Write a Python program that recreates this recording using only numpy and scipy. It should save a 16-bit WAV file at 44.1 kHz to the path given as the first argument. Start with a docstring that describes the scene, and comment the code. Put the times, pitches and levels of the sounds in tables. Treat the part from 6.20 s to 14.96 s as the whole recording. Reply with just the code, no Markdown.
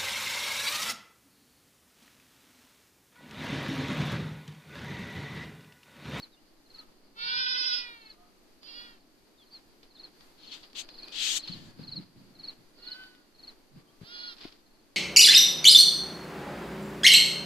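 """Two goat kids bleat on an open grassy slope, at first over each other, then in single shorter calls.
A small bird repeats phrases of four falling chirps; a sleeve swishes, dry grass ticks and wind puffs.
The bleats are harmonics shaped by a throat, the chirps and the far herd are sliding tones, and cloth, grass,
wind and background are mostly coloured noise. Two microphone ports hear it all, and a noise suppressor
in the camera turns quiet moments down."""
import sys
import numpy as np
from scipy import signal
from scipy.fft import rfft, irfft, next_fast_len
from scipy.io import wavfile
from scipy.ndimage import uniform_filter1d, map_coordinates

SR = 44100
rng = np.random.default_rng(int(sys.argv[2]) if len(sys.argv) > 2 else 0)


def bounce(signal):
    """Save signal as a 16-bit WAV file at the path given by the first command-line argument."""
    frames = np.transpose(np.atleast_2d(signal))
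    limited = np.clip(frames, -1, 1)
    pcm = np.round(limited * 32767).astype(np.int16)
    wavfile.write(sys.argv[1], SR, pcm)


N = 386316  # length of the scene in samples

# Throat and mouth of each bleat. Each row: frequency in Hz, strength of a harmonic there in dB.
LONG_THROAT = [(480, -39), (1000, -23), (1480, -0.5), (1950, -21.5), (2500, -15), (3000, -13), (3500, -7.5),
               (4000, -8), (4500, -10.5), (5000, 0), (5450, -8), (5950, -39), (6600, -60), (9000, -95)]
SECOND_THROAT = [(480, -27.5), (950, -16.5), (1480, -9), (1900, -9.5), (2400, -2.5), (2850, -8), (3300, -6),
                 (3800, -4.5), (4700, -6), (6000, -74), (8000, -85.5)]
SHORT_THROAT = [(480, -32), (950, -20.5), (1420, -5), (1900, -7.5), (2400, -9), (2850, -4), (3300, 0.5),
                (3800, -8), (4250, -2), (4750, 3), (5200, -7.5), (5800, -36.5), (8000, -64)]
SIDE_THROAT = [(500, -38.5), (1000, -49.5), (1520, 1.5), (2000, -16.5), (2500, -18), (3050, -4),
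               (3500, -11.5), (4500, -1.5), (5050, -11.5), (5700, -50.5), (8000, -66)]
LAST_THROAT = [(480, -44.5), (950, -27.5), (1450, -3), (1900, -13.5), (2400, -15), (2880, -7.5),
               (3350, -1.5), (3850, -7), (4350, -0.5), (4820, -2), (5300, -9.5), (5800, -14.5),
               (8000, -59.5)]
# How the kids' voices differ between the ports. Each row: frequency in Hz, left minus right in dB.
PORT_DIFFERENCE = [(1500, 1), (2600, -2), (3400, -0.5), (4400, -12.5), (5200, -14.5), (6500, 18.5)]
# Colour of the rasp in the long bleat. Each row: frequency in Hz, relative strength in dB.
RASP_COLOUR = [(1800, -18.5), (2300, -19), (2800, -9), (3300, -3), (3800, -13.5), (4300, -27.5),
               (5500, -42.5), (7000, -45.5)]
# The bleats, each an arch of pitch. Each row: start, crest and end in seconds, first, top and last pitch in Hz,
# flatness of the arch (a power), level in dB, attack and release in seconds.
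BLEATS = [(.955, 1.27, 1.655, 446, 505, 436, 3.5, -30, 0.327, 0.1267),
          (.945, 1.47, 1.923, 437, 514, 424, 1.35, -36, 0.143, 0.892),
          (2.405, 2.63, 2.803, 423, 481, 421, 1.8, -44.5, 0.1298, 0.234),
          (6.52, 6.8, 7.14, 444, 507, 460, 1.6, -48, 0.198, 0.64),
          (7.81, 8.0, 8.16, 330, 483, 420, 4, -44.5, 0.136, 0.0498)]
# The quaver of each bleat. Each row: reference time of a crest in seconds, crests per second at that time,
# speed-up in crests per second each second, first and last depth in Hz (before the release shrinks it).
QUAVERS = [(1.472, 13.8, 18.5, 1.57, 14.53), (1.42, 4.555, 1, 1.6, 1.13), (2.565, 13.4, -7.5, 12.06, 1.43),
           (6.82, 6.8, 1, 2.24, 1.7), (12, 9.59, 2.5, 3.28, 1.52)]
EDGE_DB, EDGE_BEND = 22, 2.626  # a bleat starts and ends this far below its level; bend of attack and release
QUAVER_DB_PER_HZ = 0.1082  # the voice gets louder as the quaver lifts it
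SLACK = 0.2  # dB that the top harmonics lose for each dB of weaker voice
# Even throbs of rasp: middle of the first, spacing and half-width in seconds, then strength
THROB_S, THROB_GAP_S, THROB_WIDTH_S, THROB_ROUGH = 1.094, 0.08837, 0.0176, 0.682

# Bird phrases. Each row: start of the last chirp in seconds, its level in dB,
# rise in dB that sets how the level climbs from chirp to chirp (below zero it sinks).
PHRASES = [(0.021, -39.5, -2), (0.582, -40.5, 2.5), (1.157, -36.5, 0.5), (1.895, -42.5, 2), (2.798, -57, 1),
           (3.305, -51.5, 1.5), (3.832, -40.5, 2), (4.312, -42, 1.5), (4.822, -40, 1.52), (5.316, -37, 0.5),
           (5.758, -34, 2.19), (6.275, -34.5, 2.48), (6.709, -35.5, 2.5), (7.271, -40, 2), (8.07, -38, 1.5),
           (8.586, -57.5, 0)]
# Single slurred whistles. Each row: start and length in seconds, first and last pitch in Hz, level in dB.
WHISTLES = [(.115, 0.049, 4046, 3420, -54.5), (.162, 0.04, 2753, 3052, -59.5),
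            (3.17, 0.0835, 3880, 2947, -53.5), (3.312, 0.0733, 4870, 4022, -45),
            (3.755, 0.0287, 4040, 3425, -54.5), (3.775, 0.018, 3400, 4010, -52),
            (6.645, 0.024, 3970, 3213, -56.5), (7.67, 0.046, 3114, 3310, -59)]
# Length in seconds, first pitch and fall in Hz of the last chirp, before small random changes; bend of the fall
CHIRP_S, CHIRP_HZ, CHIRP_FALL_HZ, CHIRP_BEND = 0.03504, 4445.3, 574, 1.53
CHIRP_GAP_S, CHIRP_STEP = 0.0432, 0.007  # spacing in a phrase; share by which each next chirp is higher
TRILL_S, TRILL_DEPTH = 0.01064, 0.435  # period in seconds and depth of the flutter inside a chirp

# Sleeve strokes. Each row: start, fastest moment and end in seconds, level at the fastest moment in dB,
# swell up to it in dB, sag after it in dB, scrape against the swish halfway through the stroke in dB.
STROKES = [(4.169, 4.291, 4.44, -51, 6.5, 4.5, -21.5), (4.304, 4.346, 4.39, -43, 7.5, 23, -13.5),
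           (4.543, 4.6, 4.632, -37, 8, 16, -7.5), (4.913, 5.07, 5.19, -28.5, 17, 4.5, -7.5),
           (5.192, 5.29, 5.52, -49.5, 14.5, 12, -15)]
# Colour of the soft swish and of the sharp scrape. Each row: frequency in Hz, relative strength in dB.
SWISH_COLOUR = [(600, -51), (1300, -25), (2200, -13.5), (3200, -1), (4300, -3), (5300, -14.5), (7000, -25),
                (10000, -69.5)]
SCRAPE_COLOUR = [(3500, -24.5), (5500, -6.5), (6600, -1), (8200, -6.5), (9400, -23), (11000, -16),
                 (13500, -23)]
# Bend of the swell; dB the scrape gains over a stroke; soft ends of a stroke in seconds
SWELL_BEND, BRIGHTEN_DB, STOP_S = 1.856, 18.5, 0.01475

# Ticks and crunches of dry grass, and at 2.43 s a click as the short bleat starts. Each row: start in seconds,
# level in dB, time to fade by 60 dB in seconds.
TICKS = [(2.43, -41.5, 0.035), (3.63, -46, 0.065), (4.008, -42, 0.0168), (4.43, -44.5, 0.124),
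         (4.5, -46.5, 0.0415), (4.531, -43, 0.0175), (4.553, -50.5, 0.0335), (4.689, -40.5, 0.034),
         (4.742, -50.5, 0.037), (4.833, -42, 0.0138), (4.884, -39, 0.0133), (5.276, -40, 0.094),
         (6.837, -43.5, 0.0175), (6.95, -49, 0.021), (8.166, -49, 1), (8.21, -45.5, 0.328),
         (8.24, -52.5, 0.186), (8.323, -47, 0.06)]
# Colour of a snapping stalk. Each row: frequency in Hz, relative strength in dB.
STALK_COLOUR = [(300, -2.5), (1200, 1.5), (2200, 3.5), (3300, 8.5), (4800, 11), (6000, -9.5), (8000, -22),
                (13000, -44.5)]

# Puffs of wind. Each row: peak time in seconds, level before the bass cut in dB,
# time to die by 60 dB in seconds.
PUFFS = [(1.05, -61.5, 2.5), (5.31, -47, 2.26), (5.461, -56.5, 0.01), (5.61, -48.5, 1), (5.77, -44, 0.48),
         (5.98, -49.5, 0.98), (6.068, -58.5, .5), (6.379, -54, 0.27), (7.559, -52, 0.37)]
PUFF_RISE_DB_PER_S = 317  # how fast a puff builds up
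# Low thumps on the ports. Each row: start in seconds, strength in dB (3 dB are added later),
# pitch in Hz, time to fade by 60 dB in seconds.
THUMPS = [(5.295, -34.5, 174.8, 0.098), (5.594, -28, 183.8, 0.0251), (5.756, -43.5, 154, 0.053),
          (5.782, -38.5, 200, 0.018), (7.814, -30.5, 165, 0.0243), (7.831, -34, 139, 0.0237),
          (8.252, -28, 307.6, 0.0204)]
# Colour of the wind at the ports. Each row: frequency in Hz, relative strength in dB.
BUFFET_COLOUR = [(40, -53.5), (80, -4.5), (130, 2.5), (220, -1), (350, -7.5), (600, -58.5), (1200, -70.5),
                 (4000, -92)]

# Calls of the far herd. Each row: start and length in seconds, first and last pitch in Hz, level in dB.
HERD = [(.54, 0.125, 1303, 1260, -63), (1.9, 0.2402, 1198, 1292, -64.5), (1.95, 0.0899, 683.3, 730, -62.5),
        (4.78, 0.207, 2415, 2474, -62.5), (5.2, 0.59, 1905, 1469, -72.5), (7.42, 0.48, 1165, 1165, -74.5)]
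# Colours of the background: town rumble, thin hiss, far birds.
# Each row: frequency in Hz, relative strength in dB.
RUMBLE_COLOUR = [(20, 10), (60, -25.5), (130, -16), (215, -2), (310, 2), (480, -6.5), (900, -9.5),
                 (1500, -14.5), (3000, -15.5), (8000, -59.5)]
HISS_COLOUR = [(700, 1.5), (1500, 2), (3000, -1), (4500, 0.5), (5500, -7.5), (8000, -13.5), (13500, -12.5)]
TWITTER_COLOUR = [(2500, -24), (3800, -13.5), (4300, -5.5), (4650, -2), (5000, -9.5), (5600, -33),
                  (8000, -66.5)]
RUMBLE_DB, HISS_DB, TWITTER_DB = -59, -58, -65  # background levels before drift and the turn
DRIFT_DB = 1.0  # size of the slow wander of rumble and hiss
TURN_S, TURN_WIDTH_S = 5, 0.832  # the camera swings towards the open valley: middle and half-width
TURN_RUMBLE_DB, TURN_TWITTER_DB = 3, 10.5  # what the far sounds gain at the middle of the turn

# How far the shut noise suppressor turns the sound down. 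Each row: frequency in Hz, cut in dB.
SUPPRESSION = [(300, 2.5), (1400, 10), (3000, 11), (4600, 10), (6000, 4)]
OPEN_DB, KNEE_DB = -43.5, 11  # fully open above this level, fully shut this far below it
TOP_HZ = 14000  # nothing passes from here up


def kids():
    """A long quavering bleat and a smoother second voice, then three softer calls, the side one more echoing."""
    long, second, short, side, last = map(effort, BLEATS, QUAVERS)
    clear_db, soft_db = -23, -15  # breath in a clear voice and in a soft one
    ahead = (bleat(long, LONG_THROAT, lag_ms=0.3119, jitter=0.00299, husk_db=clear_db, opening_db=6.5, count=7)
             + bleat(second, SECOND_THROAT, lag_ms=0.359, jitter=0.00327, husk_db=clear_db, opening_db=-7)
             + bleat(short, SHORT_THROAT, lag_ms=0.347, jitter=0.0051, husk_db=soft_db, opening_db=-9.5)
             + bleat(last, LAST_THROAT, lag_ms=0.253, jitter=0.0062, husk_db=soft_db, opening_db=-0.5))
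    behind = bleat(side, SIDE_THROAT, lag_ms=0.1026, jitter=0.00454, husk_db=-14, opening_db=-5.5)
    return hillside(ahead, wet_db=-12, t60=0.308) + hillside(behind, wet_db=-7, t60=0.205)


def effort(call, quaver):
    """Times, pitch and level of a bleat: the pitch arches and quavers; the level rises, holds and falls."""
    start, crest, end, first_hz, top_hz, last_hz, flatness, db, attack, release = call
    beat_s, rate, speed_up, first_depth, last_depth = quaver
    t = span(start, end)
    before, after = from_crest(t, start, crest, end)
    arch = top_hz - (top_hz - first_hz) * before ** flatness - (top_hz - last_hz) * after ** flatness
    rising = np.clip(1 - (t - start) / attack, 0, 1)
    fading = np.clip(1 - (end - t) / release, 0, 1)
    turns = rate * (t - beat_s) + speed_up * (t - beat_s) ** 2 / 2
    depth = np.linspace(first_depth, last_depth, len(t)) * (1 - fading)
    shake = depth * np.cos(2 * np.pi * turns)
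    edges = rising ** EDGE_BEND + fading ** EDGE_BEND
    return t, arch + shake, db - EDGE_DB * edges + QUAVER_DB_PER_HZ * shake


def bleat(call, throat, lag_ms, jitter, husk_db, opening_db, count=0, rasp_db=-5):
    """Vocal fold harmonics through the throat; in each of count throbs the folds double their period and rasp."""
    t, pitch, db = call
    n = len(t)
    shaky_pitch = pitch * (1 + jitter * wobble(261.06, n))
    phase = 2 * np.pi * np.cumsum(shaky_pitch) / SR
    # as the mouth opens or closes, strength shifts between the low and the high harmonics
    tilt_db = np.linspace(-opening_db, opening_db, n)
    # a weaker push closes the folds more softly and loses the upper harmonics
    slack_db = SLACK * (db - db.max())
    voice = np.zeros(n)
    for k in range(1, 13):
        strength_db = along(throat, k * pitch) + 1.76 * wobble(34.97, n)
        strength_db += tilt_db * np.clip((k - 7) / 4, -1, 1)
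        strength_db += slack_db * np.clip((k - 5) / 4, 0, 1)
        voice += amp(strength_db) * np.sin(k * phase + rng.uniform(0, 2 * np.pi))
    # air escapes once a cycle
    breath = noise(throat, n, alike=0.422)[0] * (1 + np.cos(phase))
    voice = unit(voice) + amp(husk_db) * breath
    if count:
        rough, halves = np.zeros(n), np.zeros(n)
        for k in range(count):
            rough += THROB_ROUGH * np.exp(-((t - THROB_S - k * THROB_GAP_S) / THROB_WIDTH_S) ** 2)
        # a doubled period adds tones halfway between the harmonics
        for k in range(3, 12):
            strength = amp(along(RASP_COLOUR, (k + 0.5) * pitch))
            halves += strength * np.sin((k + 0.5) * phase + 1.46 * wobble(150, n))
        voice = voice * (1 - 0.093 * rough) + amp(rasp_db) * rough * unit(halves)
    voice = voice * amp(db) * fade(t, 0.0084)

    def ports(hz):
        """The right port hears the call lag_ms late; the camera body shades part of the treble at the left."""
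        turn = np.pi * hz * lag_ms / 1000 * np.array([[1], [-1]])
        return pan(along(PORT_DIFFERENCE, hz)) * np.exp(1j * turn)

    out = np.zeros((2, N))
    add(out, t[0], filtered(voice, ports))
    return out


def bird():
    """Phrases of four falling chirps, each a little higher and mostly louder than the last, plus whistles."""
    out = np.zeros(N)
    t = span(0, CHIRP_S)
    u = np.linspace(0, 1, len(t))
    hz = CHIRP_HZ - CHIRP_FALL_HZ * u ** CHIRP_BEND  # falls ever faster
    trill = 1 + TRILL_DEPTH * np.cos(2 * np.pi * t / TRILL_S)
    shape = np.sin(np.pi * u ** 0.665) * trill
    for s, db, rise_db in PHRASES:
        for early in range(4):  # counted back from the last chirp
            pitch = hz * (1 - CHIRP_STEP * early + 0.006 * wobble(300, len(t)))
            level_db = db - rise_db * early * (0.731 + 0.366 * early) + wobble(384, len(t))
            chirp = amp(level_db) * shape * np.sin(2 * np.pi * np.cumsum(pitch) / SR)
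            add(out, s - early * CHIRP_GAP_S, chirp)
    song = pan(0.17) * (out + glides(WHISTLES, waver=0.0168))
    return hillside(song, wet_db=-15, t60=0.5)


def glides(rows, waver):
    """Single tones that swell, slide and fade, with a slight random waver in pitch."""
    out = np.zeros(N)
    for s, length, first_hz, last_hz, db in rows:
        n = int(length * SR)
        hz = np.linspace(first_hz, last_hz, n) * (1 + waver * wobble(120.74, n))
        swell = np.sqrt(2) * np.sin(np.linspace(0, np.pi, n))
        add(out, s, amp(db) * swell * np.sin(2 * np.pi * np.cumsum(hz) / SR))
    return out


def sleeve():
    """Cloth slides on cloth near the left port, its scrape growing in each stroke; catching threads add grain."""
    out = np.zeros((2, N))
    for start, fastest, end, db, swell_db, sag_db, scrape_db in STROKES:
        t = span(start, end)
        n = len(t)
        before, after = from_crest(t, start, fastest, end)
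        level_db = db - swell_db * before ** SWELL_BEND - sag_db * after
        bright_db = scrape_db + BRIGHTEN_DB * np.linspace(-0.5, 0.5, n)
        scrape = amp(bright_db) * noise(SCRAPE_COLOUR, n, alike=0.156)
        rubbing = noise(SWISH_COLOUR, n, alike=0.324) + scrape
        threads_db = 0.5 * wobble(900, n) + wobble(78.1, n)
        add(out, start, pan(8.93) * amp(level_db + threads_db) * rubbing * fade(t, STOP_S))
    return out


def grass():
    """Dry stalks snap and crunch, and a click opens the short bleat: bursts of crackling noise that die away
    and last a quarter second at most."""
    out = np.zeros((2, N))
    t = np.arange(SR // 4) / SR
    for s, db, t60 in TICKS:
        crackle_db = 2.5 * wobble(700, len(t))
        level_db = db - 60 * t / t60 + crackle_db
        add(out, s, pan(0.43) * amp(level_db) * noise(STALK_COLOUR, len(t), alike=0.205))
    return out


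def wind():
    """Eddies buffet the ports as low noise; the hardest ones land as short thumps."""
    out = np.zeros((2, N))
    t = span(-0.1, 0.5)  # around the peak of a puff
    for s, db, t60 in PUFFS:
        flutter_db = 3.66 * wobble(34.49, len(t))
        eddies = unit(noise(BUFFET_COLOUR, len(t), alike=0.625) * amp(flutter_db))
        rise_and_fall_db = np.minimum(PUFF_RISE_DB_PER_S * t, -60 * t / t60)
        add(out, s + t[0], amp(db + rise_and_fall_db) * eddies * fade(t, 0.01925))
    t = np.arange(SR // 5) / SR
    for s, db, hz, t60 in THUMPS:
        push = np.sin(2 * np.pi * hz * t) * amp(-60 * t / t60) * (1 - np.exp(-t / 0.0012))
        knock = 0.208 * np.sin(2 * np.pi * 2.267 * hz * t) * amp(-60 * t / 0.0249)
        add(out, s, pan(6.5) * amp(db + 3) * (push + knock))
    # the small ports pass little deep bass
    return signal.sosfilt(signal.butter(2, 90, "highpass", fs=SR, output="sos"), out)


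def air():
    """Rumble of the distant town, a thin hiss over the grass and the blurred twitter of far birds, all noise."""
    facing = np.exp(-((np.arange(N) / SR - TURN_S) / TURN_WIDTH_S) ** 2)  # 1 when facing the valley
    rumble_db = RUMBLE_DB + TURN_RUMBLE_DB * facing + DRIFT_DB * wobble(9.1, N)
    hiss_db = HISS_DB + DRIFT_DB * wobble(6.4, N)
    twitter_db = TWITTER_DB + TURN_TWITTER_DB * facing + 1.89 * wobble(28, N)
    rumble = amp(rumble_db) * noise(RUMBLE_COLOUR, N, alike=0.792)
    hiss = amp(hiss_db) * noise(HISS_COLOUR, N, alike=0.029)
    twitter = amp(twitter_db) * noise(TWITTER_COLOUR, N, alike=0.18)
    return pan(0.43) * rumble + pan(0.5) * (hiss + twitter)


def hillside(x, wet_db, t60):
    """Ground and stones scatter a thin tail back, different at each port."""
    t = np.arange(SR // 2) / SR
    tail = rng.standard_normal((2, len(t))) * amp(-60 * t / t60) * (1 - np.exp(-t / 0.002))
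    tail = tail / np.linalg.norm(tail[0])
    return x + amp(wet_db) * signal.fftconvolve(x, tail, axes=1)[:, :N]


def amp(db):
    """Decibels to gain."""
    return 10 ** (np.asarray(db) / 20)


def unit(x):
    """Scale to an rms (average strength) of 1."""
    return x / np.sqrt(np.mean(x ** 2) + 1e-20)


def along(points, hz):
    """Read a curve of (Hz, value) points at hz, with straight lines on a log frequency axis."""
    f, v = np.transpose(points)
    return np.interp(np.log(hz + 1), np.log(f + 1), v)


def span(start, end):
    """The sample times from start to end, in seconds."""
    return np.arange(round(start * SR), round(end * SR)) / SR


def from_crest(t, start, crest, end):
    """How far t lies before and after a crest: 0 at the crest, 1 at the start or the end."""
    before = np.clip((crest - t) / (crest - start), 0, 1)
    after = np.clip((t - crest) / (end - crest), 0, 1)
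    return before, after


def fade(t, edge):
    """A gate with soft ends, each edge seconds long, over the times t."""
    return np.clip(np.minimum(t - t[0], t[-1] - t) / edge, 0, 1)


def wobble(rate, size):
    """A smooth random curve through rate random points a second."""
    knots = rng.standard_normal(int(size * rate / SR) + 4)
    return map_coordinates(knots, [np.arange(size) * rate / SR])


def filtered(x, response):
    """Shape the spectrum of x by a response, given as a function of frequency in Hz."""
    n = x.shape[-1]
    m = next_fast_len(n + 4096)
    return irfft(rfft(x, m) * response(np.fft.rfftfreq(m, 1 / SR)), m)[..., :n]


def noise(spectrum, size, alike):
    """Coloured stereo noise of rms 1; alike is the share of power common to both ports."""
    white = rng.standard_normal((3, size))
    stereo = alike ** 0.5 * white[2] + (1 - alike) ** 0.5 * white[:2]
    return unit(filtered(stereo, lambda hz: amp(along(spectrum, hz))))


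def pan(db):
    """Left and right gains of equal total power for a left-minus-right difference in dB."""
    gains = amp(np.array([np.atleast_1d(db), -np.atleast_1d(db)]) / 2)
    return gains / np.sqrt(np.mean(gains ** 2, axis=0))


def add(track, s, x):
    """Mix x into the track from time s (in seconds) on."""
    start = round(s * SR)
    lo, hi = max(start, 0), min(start + x.shape[-1], N)
    if hi > lo:
        track[..., lo:hi] += x[..., lo - start:hi - start]


def scene():
    """All sources on the slope; the far herd is heard more as echo than directly."""
    herd = hillside(pan(0) * glides(HERD, waver=0.0141), wet_db=4.0, t60=0.355)
    rustle = hillside(sleeve() + grass(), wet_db=-12.0, t60=0.089)
    return kids() + bird() + rustle + wind() + herd + air()


def record(dry):
    """A noise suppressor turns quiet moments down, most in the middle bands; a band limit cuts the top."""
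    hz, t, z = signal.stft(dry, SR, nperseg=256)
    # loudness over a sliding window of about 50 ms, set off-centre
    power = np.abs(uniform_filter1d(np.mean(dry ** 2, axis=0), size=2200, origin=700))
    level_db = np.interp(t, np.arange(N) / SR, 10 * np.log10(power + 1e-12))
    closed = np.clip((OPEN_DB - level_db) / KNEE_DB, 0, 1)
    cut_db = np.outer(along(SUPPRESSION, hz), closed)
    quieter = signal.istft(z * amp(-cut_db), SR)[1][:, :N]
    return filtered(quieter, lambda hz: hz < TOP_HZ)


dry = scene()
out = record(dry)
bounce(out)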